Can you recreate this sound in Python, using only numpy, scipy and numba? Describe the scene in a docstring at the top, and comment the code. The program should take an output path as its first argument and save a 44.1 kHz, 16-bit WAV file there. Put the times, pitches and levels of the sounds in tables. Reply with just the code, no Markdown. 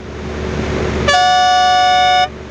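"""A diesel idles, heard inside the cab: boom, rumble and clatter. Then one blast of a two-trumpet air horn.
Air on a diaphragm drives each trumpet. The low one speaks first, bright and brassy;
the high one joins a third above and takes over. Both stop as their shared valve shuts.
A gain control ducks the engine under the blast and lets it swell back afterwards."""
import sys
import numpy as np
from scipy import signal
from scipy.fft import rfft, irfft
from scipy.io import wavfile
from scipy.ndimage import uniform_filter1d
from numba import njit

SR = 44100
rng = np.random.default_rng(int(sys.argv[2]) if len(sys.argv) > 2 else 0)


def materialize(psi):
    """Save the field psi as 16-bit PCM at rate SR to the path in sys.argv[1].

    A 1-D psi becomes a single channel; in a 2-D psi each row is a channel.
    """
    bounded = np.clip(np.atleast_2d(psi).T, -1, 1)
    quanta = np.round(bounded * 32767).astype(np.int16)
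    wavfile.write(sys.argv[1], SR, quanta)


N = 110250

LOW_HZ, HIGH_HZ, TOP_HZ = 577.7, 732.8, 15450
LOW_ON_S, HIGH_ON_S, VALVE_SHUT_S = 1.076, 1.130, 2.240


def undb(db):
    """Decibels to gain."""
    return 10 ** (np.asarray(db) / 20)


def unit(x):
    """Scale to rms 1."""
    return x / np.sqrt(np.mean(x ** 2))


def lookup(f, table):
    """Level/dB from a table, interpolated over log frequency or log harmonic number."""
    points, db = np.array(table, float).T
    return np.interp(np.log(np.maximum(f, 1)), np.log(points), db)


def colour(x, table):
    """Filter by a table of f/Hz, gain/dB."""
    return irfft(rfft(x) * undb(lookup(np.arange(N // 2 + 1) * SR / N, table)), N)


def noise(table):
    """Noise with the given spectrum, rms 1."""
    return unit(colour(rng.standard_normal(N), table))


def walk(rate_hz):
    """Smooth random wander, rms 1."""
    hold = max(int(SR / rate_hz), 1)
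    steps = np.repeat(rng.standard_normal(N // hold + 1), hold)
    return unit(uniform_filter1d(uniform_filter1d(steps, hold), hold)[:N])


def engine(t):
    """Idling diesel: the cab booms on a few lines; rumble and clatter pulse with the firings."""
    # cab boom lines: f/Hz, relative level/dB
    boom_lines = [(26.6, -19), (73.3, 0), (120.3, -8), (145.5, -13), (220.2, -4), (294, -13), (372, -2),
                  (441.5, -13), (624, -17)]
    # engine noise spectra: f/Hz, relative density/dB
    rumble_spectrum = [(20, -32.5), (50, -29.5), (80, -2.5), (130, -1.5), (200, -1.5), (250, -6),
                       (330, -5.5), (410, -2), (520, -7.5), (650, -9.5), (850, -30.5), (1500, -72)]
    clatter_spectrum = [(400, -18), (750, 2), (1000, 1.5), (1500, 0.5), (2200, -1.5), (2800, -7.5),
                        (3600, -8.5), (4600, -14), (6700, -15), (7500, -27.5), (8800, -40), (12000, -54),
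                        (15500, -62)]
    # engine envelope: t/s, gain/dB
    envelope = [(0, -11), (.07, -10), (.3, -5), (.63, 0), (.92, 1), (1.05, 1), (1.3, 0), (2.5, 0)]
    firing_hz, boom_db, rumble_db, clatter_db = 46.88, -20.5, -21.5, -27
    phase_per_hz = 2 * np.pi * np.cumsum(1 + 0.00305 * walk(6)) / SR  # idle speed wanders
    boom = sum(undb(db + 0.62 * walk(12.63)) * np.sin(hz * phase_per_hz + rng.uniform(0, 2 * np.pi))
               for hz, db in boom_lines)
    firing = np.cos(firing_hz * phase_per_hz + 0.6 * walk(18))
    rumble = unit(noise(rumble_spectrum) * np.exp(0.36 * firing))
    clatter = unit(noise(clatter_spectrum) * np.exp(0.081 * firing) * undb(0.2 * walk(90)))
    gain = undb(np.interp(t, *np.array(envelope).T))
    return gain * (undb(boom_db) * unit(boom) + undb(rumble_db) * rumble + undb(clatter_db) * clatter)


def diaphragm_phase(t, hz, age_s, shut_s, end_rise):
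    """Pitch starts sharp and rough, sags as the air line fills, lifts as the pressure goes."""
    chirp = 0.08 * np.exp(-age_s / 0.0046)
    sag = 0.0077 * np.exp(-((t - 1.15) / 0.077) ** 2)
    slack = 1 - np.exp(-shut_s / 0.0088)
    jitter = 0.0003 * walk(300) + 0.012 * (np.exp(-age_s / 0.012) + slack) * walk(900)
    return 2 * np.pi * np.cumsum(hz * (1 + chirp - sag + end_rise * slack + jitter)) / SR


def trumpet(t, hz, on_s, partials, attack_s, release_s, blare_share, end_rise):
    """Diaphragm and flare: harmonics with air hiss. Returns tone, air, phase, gate."""
    # overtone lift in the first rush of air: f/Hz, gain/dB at full rush
    blare = [(577, 3), (1155, -0.5), (1730, 8), (2300, 4), (3460, 12), (4600, 15), (5200, 15), (5780, 15),
             (6350, 20.5), (6930, 34), (8100, 14.5), (9200, 27.5), (14500, 10.5)]
    # cab colour change as the driver's arm moves: f/Hz, gain/dB
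    cab_shift = [(577, 2.5), (733, -0.5), (1155, -3.5), (1465, 0), (1730, -0.5), (2200, 10), (2310, 6.5),
                 (2900, -1.5), (3660, 2.5), (4050, -5.5), (4400, -8), (5130, -3), (5860, -3), (6600, -1.5)]
    # steady air hiss, onset fizz: f/Hz, relative density/dB
    hiss_spectrum = [(300, -15), (700, 0), (1500, -1), (3000, -4), (6500, -9), (8200, -22), (11000, -28),
                     (15500, -30)]
    fizz_spectrum = [(500, -6), (3000, -3), (6500, -2), (8500, -4), (15500, -5)]
    overtone_rise_s, rush_until_s, rush_fall_s = 0.02, 1.145, 0.14
    arm_from_s, arm_to_s = 1.66, 2.05
    age_s, shut_s = np.maximum(t - on_s, 0), np.maximum(t - VALVE_SHUT_S, 0)
    phase = diaphragm_phase(t, hz, age_s, shut_s, end_rise)
    attack, release = np.minimum(age_s / attack_s, 1), np.exp(-shut_s / release_s)
    ring = undb(-20) * np.exp(-shut_s / 0.02)
    opening = np.minimum(age_s / overtone_rise_s, 1)
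    rush = blare_share * opening * np.exp(-np.maximum(t - rush_until_s, 0) / rush_fall_s)
    arm = np.clip((t - arm_from_s) / (arm_to_s - arm_from_s), 0, 1)
    tone, power = 0, 0
    for k in range(1, int(TOP_HZ / hz) + 1):
        steady_db = lookup(k, partials)
        waver_db = min(0.19 * k, 3) * walk(5.66)
        db = steady_db + arm * lookup(k * hz, cab_shift) + rush * lookup(k * hz, blare) + waver_db
        decay = np.maximum(release, ring) ** np.cbrt(k)  # upper harmonics die first
        envelope = (attack if k == 1 else opening) * decay
        tone += undb(db) * envelope * np.sin(k * phase + rng.uniform(0, 2 * np.pi))
        power += undb(steady_db) ** 2 / 2
    hiss = undb(-35.5) * noise(hiss_spectrum)
    fizz = undb(-47) * np.exp(-age_s / 0.035) * noise(fizz_spectrum)
    air = opening * release ** 2 * (hiss + fizz)
    return tone / np.sqrt(power), air, phase, attack * release


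def buzz(low_phase, high_phase):
    """The two tones mix: faint lines at the sums of their harmonics."""
    # combination tones: f/Hz, relative level/dB
    spectrum = [(1300, -2), (2500, 2), (4000, 0.5), (5000, -7), (6000, 3.5), (6800, -12.5), (7400, -10),
                (8200, -28), (10000, -24), (15000, -38)]
    lines = 0
    for m in range(1, 9):
        for n in range(1, 9):
            db = lookup(m * HIGH_HZ + n * LOW_HZ, spectrum) + 2 * rng.standard_normal()
            lines += undb(db) * np.sin(m * high_phase + n * low_phase + rng.uniform(0, 2 * np.pi))
    return undb(-39) * lines


def horn(t):
    """Two trumpets on one valve; the low one starts with a kick, having all the air at first."""
    # trumpet spectra: harmonic number, relative level/dB
    low_partials = [(1, -1), (2, 2), (3, -1.5), (4, -11), (5, -9), (6, -10.5), (7, -21.5), (8, -17.5),
                    (9, -28.5), (10, -23), (11, -32.5), (12, -39), (13, -45.5), (14, -40), (15, -46),
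                    (16, -56), (17, -53.5), (18, -65), (19, -55), (20, -73.5), (21, -80.5), (22, -75.5)]
    high_partials = [(1, 1.5), (2, -11), (3, -22.5), (4, -12.5), (5, -14), (6, -24.5), (7, -15), (8, -23.5),
                     (9, -27), (10, -38), (11, -44), (12, -50), (13, -62), (14, -56), (15, -61.5),
                     (16, -73), (17, -65.5), (18, -56.5), (19, -69), (20, -77), (21, -62)]
    low_db, high_db = -8.5, 2.5
    low, low_air, low_phase, _ = trumpet(
        t, LOW_HZ, LOW_ON_S, low_partials,
        attack_s=0.011, release_s=0.029, blare_share=0.84, end_rise=0.043)
    high, high_air, high_phase, high_gate = trumpet(
        t, HIGH_HZ, HIGH_ON_S, high_partials,
        attack_s=0.021, release_s=0.012, blare_share=0.13, end_rise=0.0216)
    kick_db = 8 * np.exp(-np.maximum(t - LOW_ON_S, 0) / 0.028)
    tones = undb(low_db + kick_db) * low + undb(high_db) * high
    return tones + low_air + high_air + high_gate * buzz(low_phase, high_phase)


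@njit
def gain_cut_db(excess_db, attack_s, recover_db_per_s):
    """Gain control: the cut rises quickly to the excess level, falls back at a steady rate."""
    cuts_db, cut_db = np.empty(len(excess_db)), 0.
    for i in range(len(excess_db)):
        if excess_db[i] > cut_db:
            cut_db += (excess_db[i] - cut_db) / (attack_s * SR)
        else:
            cut_db = max(cut_db - recover_db_per_s / SR, 0.)
        cuts_db[i] = cut_db
    return cuts_db


def scene():
    """Horn over idling engine, mono."""
    t = np.arange(N) / SR
    return (horn(t) + engine(t))[None]


def record(dry):
    """Gain control, overload on the highest peaks, low-pass."""
    # colour of the clipping products: f/Hz, gain/dB
    overload = [(100, -17), (700, 7), (2500, 14), (6500, 6), (8200, -16), (11000, -20), (15500, -20.5)]
    ceiling_db, clip_at = -10.5, 0.79
    x = dry[0]
    level_db = 10 * np.log10(np.maximum(uniform_filter1d(x ** 2, size=300), 1e-12))
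    x = x * undb(-gain_cut_db(level_db - ceiling_db, attack_s=0.0059, recover_db_per_s=10.5))
    x = x + colour(np.clip(x, -clip_at, clip_at) - x, overload)
    lowpass = signal.ellip(8, 0.2, 70, TOP_HZ, fs=SR, output="sos")
    return signal.sosfilt(lowpass, x)[None]


dry = scene()
out = record(dry)
materialize(out)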